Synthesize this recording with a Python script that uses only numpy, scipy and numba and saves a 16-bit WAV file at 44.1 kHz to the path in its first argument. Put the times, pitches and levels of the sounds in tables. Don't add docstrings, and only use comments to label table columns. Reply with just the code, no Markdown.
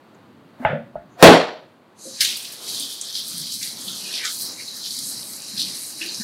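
import sys
import numpy as np
from scipy import signal
from scipy.fft import rfft, irfft, next_fast_len
from scipy.io import wavfile
from scipy.ndimage import uniform_filter1d
from numba import njit

SR = 44100
rng = np.random.default_rng(int(sys.argv[2]) if len(sys.argv) > 2 else 0)


def waveform_to_disk(signal):
    frames = np.transpose(np.atleast_2d(signal))
    scaled = np.clip(frames, -1, 1) * 32767
    samples = np.round(scaled).astype(np.int16)
    wavfile.write(sys.argv[1], SR, samples)


def undo_db(level):
    steps = np.asarray(level, float) / 20
    return 10 ** steps


N = 274743


def rms1(x):
    return x / np.sqrt(np.mean(x ** 2))


def unit_energy(x):
    return x / np.sqrt(np.sum(x ** 2))


def shaped(x, gain_at):
    size = next_fast_len(len(x))
    hz = np.arange(size // 2 + 1) * SR / size + 1
    return irfft(rfft(x, size) * gain_at(hz), size)[:len(x)]


def band(x, lo_hz, hi_hz, skirt=0.012):
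    def gain_at(f):
        inside = np.minimum(np.log(f / lo_hz), np.log(hi_hz / f))
        return np.clip(inside / skirt / 2 + .5, 0, 1)
    return shaped(x, gain_at)


def colour(table):
    hz, db = np.transpose(table)
    return lambda f: undo_db(np.interp(np.log(f), np.log(hz), db))


def fade(t, t60):
    return np.exp(-np.log(1000) * t / t60)


def add(out, s, x):
    i = int(s * SR)
    out[i:i + len(x)] += x[:N - i]


def walk(rate):
    k = int(SR / rate)
    held = np.repeat(rng.standard_normal(N // k + 1), k)
    return uniform_filter1d(uniform_filter1d(held, k), k)[:N]


def curve(table):
    return np.interp(np.arange(N) / SR, *np.transpose(table))


def swell(s, db, rise, fall):
    t = np.arange(0, N, 64) / SR - s
    return undo_db(db - 20 * np.where(t < 0, -t / rise, t / fall)) ** 2


@njit
def grains(start, hz, cycles, size, glide):
    out = np.zeros(N + 4000)
    for k in range(len(start)):
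        step = 2 * np.pi * hz[k] / SR
        keep = np.exp(-hz[k] / SR / cycles[k])
        level, phase = size[k], 0.
        for i in range(min(3999, int(5 * cycles[k] * SR / hz[k]))):
            phase += step
            step = min(step * (1 + glide * hz[k] / SR / cycles[k]), 2.6)
            level *= keep
            out[start[k] + i] += level * np.sin(phase)
    return out[:N]


# lower edge of the band in Hz, time to fall 60 dB in seconds.
KITCHEN_DECAY = [(25, 0.11), (90, 0.42), (180, 0.52), (360, 0.53), (580, 0.51), (800, 0.49), (1500, 0.5),
                 (3000, 0.529), (4750, 0.48), (6000, 0.38), (7600, 0.32), (9600, 0.27), (12200, 0.18),
                 (18000, .1)]


def echoes(kept=1.):
    t = np.arange(SR) / SR
    noise = rng.standard_normal(SR)
    tail = 0
    for (lo, t60), (hi, _) in zip(KITCHEN_DECAY, KITCHEN_DECAY[1:]):
        tail = tail + band(noise, lo, hi, skirt=0.057) * fade(t, kept * t60)
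    return tail * (1 - np.exp(-t / 0.0066))


def kitchen(x, kept=0.932):
    return signal.fftconvolve(x, unit_energy(echoes(kept)))[:N]


# frequency in Hz, level in dB per Hz.
AIR_COLOUR = [(20, -30), (50, -24), (80, -21.5), (100, -6.5), (250, 0), (420, -10), (600, -11.5),
              (1160, -14.5), (2060, -24), (4500, -29.5), (5200, -38.5), (15800, -44.5)]
# time in seconds, level in dB.
STIR = [(0.0, -2), (.25, 2), (.7, 3), (1.1, -1), (1.7, -3.5), (2.24, 0), (2.53, 0), (2.81, 1.5),
        (3.0, -1.5), (3.34, 3), (3.57, -0.5), (3.9, 2.5), (4.68, -0.4), (5.2, 2), (5.43, -1), (5.6, 7),
        (5.9, 0.5), (6.23, 2.5)]


def air():
    stir = curve(STIR)
    noise = shaped(rng.standard_normal(N), colour(AIR_COLOUR))
    upper = band(noise, 320, 16000, skirt=0.053)
    out = undo_db(-53 + stir + 2.9 * walk(9)) * rms1(noise - upper)
    out = out + undo_db(-53 + 0.68 * stir + 3.3 * walk(9.7)) * rms1(upper)
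    t = np.arange(SR // 8) / SR
    brush = np.hanning(len(t))
    rustles = [(.146, -61.5, 5940, 7860, fade(t, 0.062)), (.57, -62.5, 3800, 15800, brush),
               (1.075, -67, 5900, 7200, brush)]
    for s, db, lo_hz, hi_hz, shape in rustles:
        add(out, s, undo_db(db) * rms1(band(rng.standard_normal(len(t)), lo_hz, hi_hz)) * shape)
    return out


# pitch in Hz, level in dB, time to fall 60 dB in seconds.
RIM = [(40, -19.5, .2), (144, -12, 0.099), (652, 1, 0.064), (770, 3, 0.01), (666, -12, 0.12),
       (854, 4, 0.085), (1293, -22, 0.048), (1400, -12.5, 0.245), (1530, 1, 0.021), (2110, 2.5, 0.02),
       (2820, -10.5, 0.041)]
# pitch in Hz, level in dB, time to fall 60 dB in seconds.
ROCK = [(153, 0.5, 0.13), (540, 1.5, 0.087), (507, -8.5, 0.22), (570, -9.5, 0.38), (613, -14.5, 0.26),
        (677, -16.5, .3), (1747, -19, 0.084)]
# pitch in Hz, level in dB, time to fall 60 dB in seconds.
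TAP = [(55.7, -18, 0.2), (150, -13.5, 0.16), (646.7, 7, 0.068), (610, -8.5, 0.3), (681, -4, 0.18),
       (767, 0, 0.045), (861, -9.5, 0.15), (1100, -31, 0.071), (1300, -19, 0.12), (1444, -17, .1),
       (1550, -24, 0.068)]
# pitch in Hz, level in dB, time to fall 60 dB in seconds.
BASE = [(64.75, -15.5, 0.1), (126.8, -13, 0.28), (171.2, 0.5, 0.27), (253.6, 1, 0.28), (282, -8.5, 0.36),
        (332.3, -2, .28), (432.8, -1, .3), (471, -6.5, 0.391), (518.6, 0.5, 0.12), (588, -7.5, .33),
        (647, 0, 0.28), (622.5, -17.5, 0.6), (542, -20, 0.47), (721.4, -12, 0.41), (821, -7.5, .25)]
WOBBLE_DB, WOBBLE_PER_S, WOBBLE_GROWS_S = 3.5, 45, 0.027


def ringing(modes, attack_ms, flutter, hard):
    t = np.arange(SR) / SR

    def loose():
        start = rng.integers(N - SR)
        return flutter[start:start + SR] * np.minimum(t / WOBBLE_GROWS_S, 1)

    depth_db = WOBBLE_DB * (1.25 if hard else 1)
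    wander_cycles = 0.1 if hard else 0.12
    ring = 0
    for k, (hz, db, t60) in enumerate(modes):
        sign = (-1) ** k if hard else 1
        level = sign * undo_db(db + depth_db * loose())
        ring = ring + level * np.sin(2 * np.pi * (hz * t + wander_cycles * loose())) * fade(t, t60)
    return ring * (1 - np.exp(-t * 1000 / attack_ms)) ** 2


def contact_noise(crack_db, room_db, kept, grit):
    click = rng.standard_normal(SR) * fade(np.arange(SR) / SR, 0.069)
    noise = undo_db(crack_db) * click + undo_db(room_db) * echoes(kept)
    cepstrum = irfft(np.log(colour(grit)(np.arange(1025) * SR / 2048 + 1)))
    cepstrum[1:1024] *= 2
    cepstrum[1025:] = 0
    response = irfft(np.exp(rfft(cepstrum)))
    return signal.fftconvolve(noise, unit_energy(response))[:SR]


# frequency in Hz, level in dB.
LINGER = [(70, -13.5), (300, -8), (480, 3), (760, 4), (900, -0.5), (4700, -14.5), (5100, -18), (12000, -19)]


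def late_echoes():
    t = np.arange(SR) / SR
    rattle = undo_db(1.5 * walk(190)[:SR])
    builds = 1 - np.exp(-(t / 0.075) ** 2)
    return undo_db(13) * rattle * shaped(echoes(0.93), colour(LINGER)) * builds


# start in seconds, level in dB, top frequency in Hz.
CHATTER = [
    (1.226, 0.5, 15100),
    (1.2325, 4, 14000),
    (1.2385, -0.5, 12000),
    (1.2512, -6.5, 6000),
    (1.262, -9.5, 7990),
    (1.273, -5.5, 6000),
]


def chatter(out):
    t = np.arange(SR // 8) / SR
    for s, db, top_hz in CHATTER:
        noise = rng.standard_normal(len(t))
        burst = shaped(noise, lambda f: f / (f + 2500) / (1 + (f / top_hz) ** 4))
        add(out, s, undo_db(db) * burst * fade(t, .014))


def rim_hum(out):
    swell_s, hz = 0.062, 680
    t = np.arange(int(swell_s * SR)) / SR
    hum = rms1(band(rng.standard_normal(len(t)), hz - 70, hz + 70, skirt=.12))
    add(out, 1.16, undo_db(-32) * hum * (t / swell_s) ** 1.5)


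# frequency in Hz, level in dB per Hz.
KNOCK = [(30, -15.5), (60, -6.5), (150, -7.5), (320, -25), (620, 1.5), (870, -7), (1050, -16.5), (1500, -5),
         (2200, -13), (3600, -23), (4000, -33.5), (16000, -57)]
# frequency in Hz, level in dB per Hz.
CRACK = [(30, -40), (150, -8.5), (265, -2.5), (630, 1.5), (1040, -6.5), (2000, -13.5), (4410, -17.5),
         (5000, -28.5), (9000, -27.5), (16000, -32)]
# start in seconds, ring level in dB, crack level in dB, room level in dB,
# share of the room echo's length that the suppressor keeps.
BLOWS = [
    (0.594, -40, -49.5, -41.5, 0.57),
    (0.625, -45.5, -43, -37, .6),
    (0.6493, -7.5, -21, -18, 0.71),
    (0.701, -17, -58, -26, 0.42),
    (.729, -10.5, -43, -35, 0.27),
    (.795, -25.5, -54, -54, .4),
    (0.9548, -19.5, -53, -44, 0.83),
    (1.2256, 11.5, 12.5, 10, 0.64),
]


def bowl():
    t, out = np.arange(SR) / SR, np.zeros(N)
    flutter = walk(WOBBLE_PER_S)
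    rim, rock, tap, base = (RIM, 0.29), (ROCK, 1.75), (TAP, 1), (BASE, .06)  # modes, contact time in ms
    touches = [tap, tap, rim, rock, rock, rock, tap, base]
    for (s, ring_db, crack_db, room_db, kept), touch in zip(BLOWS, touches):
        hard = touch is base
        noise = contact_noise(crack_db, room_db, kept, CRACK if hard else KNOCK)
        blow = undo_db(ring_db) / 2 * ringing(*touch, flutter, hard) + noise
        if hard:
            gate = np.clip((0.568 - t) / 0.1554, 0, 1)
            blow = (blow + late_echoes()) * gate
        else:
            top_hz = 1800 if touch is tap else 3800
            low_pass = signal.butter(5, top_hz, fs=SR, output="sos")
            blow = signal.sosfilt(low_pass, blow) + undo_db(-17.5) * noise
        add(out, s, blow)
    chatter(out)
    rim_hum(out)
    return out


# start in seconds, level in dB, pitch in Hz,
# time to fall 60 dB in seconds.
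THUDS = [(0.601, -24.5, 243.2, 0.0656), (.6092, -26, 243.2, 0.042), (.6255, -23, 592, 0.017),
         (.6428, -21, 742, .018), (0.741, -25, 226, 0.165), (.79, -30.5, 135.1, 0.12),
         (2.053, -34.5, 511, 0.1), (2.072, -32.5, 530, 0.075), (2.059, -34, 326, 0.075),
         (2.071, -37.5, 238, 0.078), (2.21, -42, 108, 0.19), (2.8, -34.5, 279, 0.15),
         (3.336, -37, 177, 0.27), (3.401, -32.5, 150, 0.14), (3.868, -35.5, 191.3, 0.16),
         (3.907, -36, 201, .13), (4.028, -38, 191, 0.13), (5.536, -35, 204, 0.2), (5.62, -41, 188, 0.21),
         (5.954, -42, 300, .1), (6.01, -37, 325, 0.23), (6.055, -32.5, 340, 0.12), (6.073, -38, 327, .1),
         (6.198, -25.5, 217, 0.22)]


def thuds():
    t, out = np.arange(SR // 3) / SR, np.zeros(N)
    for s, db, hz, t60 in THUDS:
        rise = (1 - np.exp(-t * hz / 0.35)) ** 2
        add(out, s, undo_db(db) * np.sin(2 * np.pi * hz * t) * fade(t, t60) * rise)
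    out = out + undo_db(-8.5) * kitchen(out)
    damped = np.clip((N - np.arange(N)) / SR / 0.016, 0, 1)
    return band(out * damped, 100, 9000, skirt=0.23)


# frequency in Hz, level in dB per Hz.
WATER_COLOUR = [(1150, 1), (3000, 0), (3750, 1), (4250, 0.5), (5000, -1.5), (6000, -5), (7300, -9),
                (9000, -7), (12200, -9), (15800, -12.5)]
JET_LANDS_S = 2.205


def turbulent_flow(count=20000):
    when, pitch, length, size = rng.random((count, 4)).T
    start, hz, level = (when * N).astype(np.int64), 1100 * 13 ** pitch, undo_db(-3.0 * np.log(size + 0.1))
    drops = grains(start, hz, 0.82 + 4 * length, level, 0.054)
    drops = rms1(shaped(drops, lambda f: np.minimum(f / 3000, 3)))
    falling = np.arange(N) < JET_LANDS_S * SR
    drops = drops * np.where(falling, undo_db(-4.5), 1)
    flow = drops + undo_db(4.0) * rng.standard_normal(N) + undo_db(-8.0) * kitchen(drops)
    flow = shaped(flow, colour(WATER_COLOUR))
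    return np.where(falling, shaped(flow, lambda f: 1 / (1 + (f / 10900) ** 4)), flow)


# time in seconds, level in dB.
FLOW = [(1.94, -89.5), (1.99, -55), (2.05, -42.5), (2.2, -36), (2.63, -45.5), (2.69, -33.5), (2.86, -36.5),
        (3.02, -41), (3.4, -36), (3.76, -37.5), (4.42, -34), (4.55, -39.5), (5.02, -34), (5.3, -43.5),
        (5.5, -36.5), (5.96, -40), (6.1, -34.5), (6.23, -35)]
# peak time in seconds, level in dB,
# rise and fall over 20 dB in seconds, extra level of the finest hiss in dB.
MISTS = [(2.21, -30, 0.013, 0.13, 0), (2.37, -47, 0.046, 0.12, 5), (2.45, -54.5, 0.051, 0.078, 5.5),
         (2.54, -52.5, 0.095, 0.066, 3.5), (2.7, -47, 0.12, 0.25, 1.5), (2.8, -44.5, 0.018, 0.064, 0),
         (2.94, -51, 0.3, 0.083, 4), (3.199, -48, 0.25, 0.033, -0.5), (3.29, -46.5, 0.19, 0.17, 1.5),
         (3.41, -46, 0.23, 0.072, 2), (3.54, -45, 0.072, 0.21, 1.5), (3.65, -55.5, 0.11, 0.12, 0.5),
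         (3.85, -48, 0.18, 0.255, 0.34), (4.33, -44, 0.086, 0.22, 1), (4.419, -42, 0.1, .12, 3),
         (4.77, -55.5, 0.064, 0.063, 7), (4.92, -49.5, .15, 0.24, -3.5), (5.1, -43, 0.28, 0.1, -2.5),
         (5.33, -45.5, 0.35, 0.17, -2), (5.6, -44, 0.047, 0.14, -3.5), (5.77, -45, 0.21, 0.074, -13.5),
         (5.88, -42.5, 0.26, 0.14, -5), (6.065, -48.5, 0.033, 0.026, -3), (6.165, -58, .02, .4, 2.5)]
# peak time in seconds, level in dB, centre in Hz,
# rise and fall over 20 dB in seconds.
SPLASHES = [(2.208, -18.5, 4400, 0.0087, 0.15), (2.21, -25, 1900, 0.0094, 0.12),
            (2.212, -47, 1310, .01, 0.069), (3.31, -56, 1290, .04, .12), (6.015, -43.5, 1703, 0.022, 0.17),
            (2.25, -25.5, 2990, 0.06, 0.22), (2.81, -35, 3370, 0.27, 0.425), (5.75, -49, 1880, 0.47, 0.34),
            (3.17, -30.5, 3870, 0.29, 0.17), (3.195, -35.5, 3430, 0.18, 0.129),
            (3.615, -43, 1950, 0.012, 0.22), (3.885, -37.5, 3400, 0.16, 0.2), (3.9, -51, 1300, 0.035, 0.18),
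            (4.09, -42, 2702, 0.16, 0.2), (4.155, -32, 3100, 0.104, 0.15), (4.21, -35, 2100, 0.046, .06),
            (4.24, -28.5, 1810, 0.06, 0.075), (4.252, -35, 1295, 0.015, 0.079),
            (4.11, -45.5, 1692, 0.044, 0.074), (4.26, -35.5, 6740, 0.047, 0.16),
            (4.275, -33.5, 3260, 0.11, 0.095), (4.6, -44.5, 2100, 0.069, 0.114),
            (4.86, -39, 3335, 0.075, 0.129), (5.6, -27, 4130, 0.035, 0.224), (5.62, -36, 2970, 0.061, 0.23),
            (3.45, -44, 3403, 0.89, 0.54), (6.018, -31.5, 2620, 0.019, 0.08), (6.055, -39, 2500, .04, 0.16),
            (6.09, -52, 3300, 0.089, 0.24), (6.21, -43, 1650, 0.016, .05)]
EDGES_HZ = [1150, 1500, 1900, 2400, 3020, 3810, 6000, 7600, 12200, 15800]
JET_PASS_DB = [-48, -44.5, -42.5, -37.5, -20, 0.16, -8.5, -7.5, -22.5]
MIST_PASS_DB = [-40, -42, -42, -40, -40, -2.5, -1, 8.5, -2]
DRAIN_DB = [-67, -63, -62, -60.5, -62.5, -67, -57, -51.5, -76.5]


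def water():
    t = np.arange(N) / SR
    flow = turbulent_flow()
    jet, surge, out = undo_db(curve(FLOW)) ** 2, walk(35), 0
    falling = np.arange(N) <= JET_LANDS_S * SR
    free_s = t - 1.955
    drain = np.clip(free_s / 0.23, 0, 1) ** 2
    bands = zip(EDGES_HZ, EDGES_HZ[1:], JET_PASS_DB, MIST_PASS_DB, DRAIN_DB)
    for lo, hi, jet_db, mist_db, drain_db in bands:
        bright_db = (11 - 23 * free_s) * falling * (lo >= 6000)
        steady = undo_db(jet_db + bright_db) ** 2 * jet + undo_db(drain_db) ** 2 * drain
        power = 0
        for s, db, rise, fall, fine_db in MISTS:
            power = power + swell(s, db + mist_db + fine_db * (hi == EDGES_HZ[-1]), rise, fall)
        for s, db, hz, rise, fall in SPLASHES:
            off = np.log2(np.sqrt(lo * hi) / hz)
            power = power + swell(s, db - max(off * 21, -off * 55), rise, fall)
        patchy = walk(21.963)
        steady = steady * undo_db((3.5 if hi < 3100 else 1.73) * patchy) ** 2
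        gain = np.sqrt(steady + np.repeat(power, 64)[:N] * undo_db(1.5 * patchy) ** 2)
        out = out + gain * rms1(band(flow, lo, hi)) * undo_db(1.4 * surge)
    return out * (np.arange(N) > FLOW[0][0] * SR)


# start in seconds, level in dB, pitch in Hz.
TICKS = [(2.2074, -8, 5170), (2.2079, -10, 4300), (2.2106, -7.5, 4700), (2.2127, -6, 5100),
         (2.2497, -11.5, 6200), (2.2524, -15, 5782), (2.3583, -15.5, 4300), (2.6783, -22, 4790),
         (2.799, -14, 8700), (2.8341, -19.5, 5091), (3.0149, -22.5, 7400), (3.1271, -20.5, 6200),
         (3.1452, -19, 5100), (3.1564, -25, 4810), (3.1629, -23, 4700), (3.1678, -19, 5400),
         (3.1735, -16, 4600), (3.1868, -25.5, 7270), (3.1902, -16.5, 4400), (3.2017, -16, 4370),
         (3.28, -18.5, 10280), (3.3824, -11, 10000), (3.524, -16, 5610), (3.6288, -19, 5350),
         (3.6328, -14, 5300), (3.6756, -18, 4430), (3.8805, -17, 4100), (4.1415, -16, 4450),
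         (4.1505, -18, 5404), (4.1544, -15, 5000), (4.2107, -26, 4784), (4.2507, -20.5, 5590),
         (4.2551, -15, 4760), (4.2623, -16, 5200), (4.3239, -21.5, 6500), (4.349, -21, 6900),
         (4.4195, -16, 10780), (4.8245, -28, 5220), (4.8415, -17.5, 4500), (4.9079, -19, 5100),
         (4.9505, -22, 7820), (4.991, -18, 9110), (4.9961, -24, 5100), (5.0356, -20, 5490),
         (5.0451, -19.5, 7290), (5.5819, -17.5, 5100), (5.585, -17.5, 5100), (5.5951, -13, 4560),
         (5.6171, -17.5, 5430), (5.6253, -14.5, 4730), (5.65, -14, 4410), (5.865, -18.5, 9380),
         (6.0129, -19.5, 4930), (6.0206, -21, 4100), (6.0625, -19, 4470), (6.0813, -18, 4575),
         (6.0889, -19.5, 4410), (6.0951, -29, 4500), (6.1057, -20, 4599), (6.1464, -21, 5440)]
# start in seconds, level in dB, pitch in Hz.
DROPS = [(2.2034, -18, 4010), (2.2497, -4.5, 4130), (2.3639, -19.5, 4390), (2.4042, -20.5, 3360),
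         (2.8061, -20.0, 4310), (2.8733, -29, 3960), (3.285, -14, 11240), (3.3285, -22.5, 10510),
         (3.334, -24.0, 9170), (3.3463, -32, 3880), (3.5191, -20.5, 10720), (3.6934, -22, 4310),
         (3.772, -22, 4460), (3.9483, -23, 4050), (3.9678, -27, 4220), (4.0949, -19, 5680),
         (4.185, -21.5, 5210), (4.2681, -17.5, 4690), (4.4053, -24, 4130), (4.4557, -24, 4390),
         (4.4948, -24, 5440), (4.9506, -20.5, 10080), (4.9818, -22, 4280), (4.9886, -17, 4350),
         (5.0451, -24, 4820), (5.1334, -24.0, 8530), (5.231, -19.5, 4350), (5.2626, -29.5, 5100),
         (5.3137, -24.0, 9130), (5.3355, -22, 5300), (5.3627, -22.5, 7800), (5.4036, -25.5, 4520),
         (5.4216, -20, 7540), (5.4475, -36, 4520), (5.5804, -14.5, 4050), (5.5973, -11, 4050),
         (5.618, -10, 4260), (5.6265, -16, 5040), (5.7, -19.5, 4780), (5.7492, -21, 8430),
         (5.9245, -25, 10770), (6.0273, -19, 5430), (6.0406, -21.0, 5730), (6.2094, -29, 4050)]
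# start in seconds, peak level in dB.
SPITS = [(2.5178, -32), (3.1858, -22.5), (3.2548, -31), (3.2696, -26), (3.3722, -26.5), (3.4171, -22),
         (3.49, -35.5), (3.539, -26), (4.3089, -31), (4.3294, -27), (4.4184, -19), (4.4391, -28),
         (4.7636, -36), (4.9081, -31.5), (4.9901, -26), (5.0849, -23), (5.3339, -26), (5.6293, -28.5),
         (5.7744, -31), (5.862, -22), (6.0594, -28), (6.157, -32.5)]


def ticks():
    s, db, hz = np.transpose(TICKS + DROPS)
    start = (s * SR).astype(np.int64) - 8
    out = grains(start, 1. * hz, 2.2 + 0 * s, undo_db(db + 1.5), 0.019)
    s, db = np.transpose(SPITS)
    start = (s * SR).astype(np.int64)
    out = out + grains(start, 12510 + 0 * s, 1.6 + 0 * s, undo_db(db + 1), 0.)
    return band(out + undo_db(-6) * kitchen(out, 0.32), 3020, 15800)


# start in seconds, peak level in dB, centre in Hz, half width in octaves.
SLAPS = [(2.2069, 5, 3950, 0.54), (2.228, -20, 4427, 0.5), (2.251, 0.5, 4230, 0.94),
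         (2.37, -14.5, 9840, 0.44), (2.424, -18.5, 8600, 0.44), (2.446, -12, 3900, 0.64),
         (2.521, -18.5, 9920, 0.44), (2.678, -15, 4540, 0.97), (2.796, -10.5, 9070, 0.17),
         (3.0126, -8.5, 7200, 0.39), (3.151, -5, 4300, 0.4), (3.19, -20, 12120, 0.36),
         (3.372, -18, 6000, 0.79), (3.521, -11.5, 5630, 0.43), (3.627, -8, 4795, 0.68),
         (3.879, -10, 3740, 0.34), (4.139, -8.5, 3940, 0.67), (4.152, -11, 4870, 0.244),
         (4.249, -5, 5010, 0.72), (4.42, -17, 10080, 0.58), (4.679, -10.5, 4080, 0.11),
         (4.906, -12.5, 4320, 0.28), (4.987, -11, 7030, 0.82), (5.362, -15, 8510, 0.447),
         (5.575, -7, 4400, 0.26), (5.594, -2.5, 3996, 0.21), (6.0126, -12, 2650, 0.22),
         (6.065, -29.5, 13000, 0.45), (6.089, -8, 4180, 0.12), (6.144, -8.5, 5480, 0.24)]


def slaps():
    t, out = np.arange(SR // 2) / SR, np.zeros(N)
    burst = fade(t, 0.039) * (1 - np.exp(-t / 0.002))
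    for s, db, hz, octaves in SLAPS:
        def spread(x):
            return rms1(shaped(x, lambda f: 1 / (1 + (np.log2(f / hz) / octaves) ** 4)))
        lumps = np.repeat(rng.standard_normal(len(t) // 40 + 1), 40)[:len(t)]
        spatter = rng.standard_normal(len(t)) * undo_db(3.3 * lumps)
        room_t60 = np.interp(hz, *np.transpose(KITCHEN_DECAY))
        room = undo_db(-15) * fade(t, room_t60) * (1 - np.exp(-t / 0.0061))
        slap = spread(spatter) * burst + room * spread(rng.standard_normal(len(t)))
        add(out, s, undo_db(db - 11.5) * slap)
    return band(out, 1000, 15800)


def scene():
    return (air() + bowl() + thuds() + water() + ticks() + slaps())[None]


def band_limit(x):
    return signal.sosfilt(signal.butter(12, 15900, fs=SR, output="sos"), x)


def record(dry):
    clipped = np.clip(dry[0], -.98, .98)
    clipped = 1.015 * shaped(clipped, lambda f: 1 / (1 + (29 / f) ** 2))
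    t = np.arange(int(0.066 * SR)) / SR
    ahead = rng.standard_normal(len(t)) * fade(t, 0.45) * np.cos(np.pi / 2 * t / t[-1]) ** 2.5
    smear = signal.fftconvolve(clipped, unit_energy(ahead)[::-1])[len(t):]
    smear = shaped(np.append(smear, 0), lambda f: 1 / (1 + f / 8000) / (1 + (420 / f) ** 2))
    return band_limit(np.clip(clipped + undo_db(-17.0) * smear, -1, 1)[None])


dry = scene()
out = record(dry)
waveform_to_disk(out)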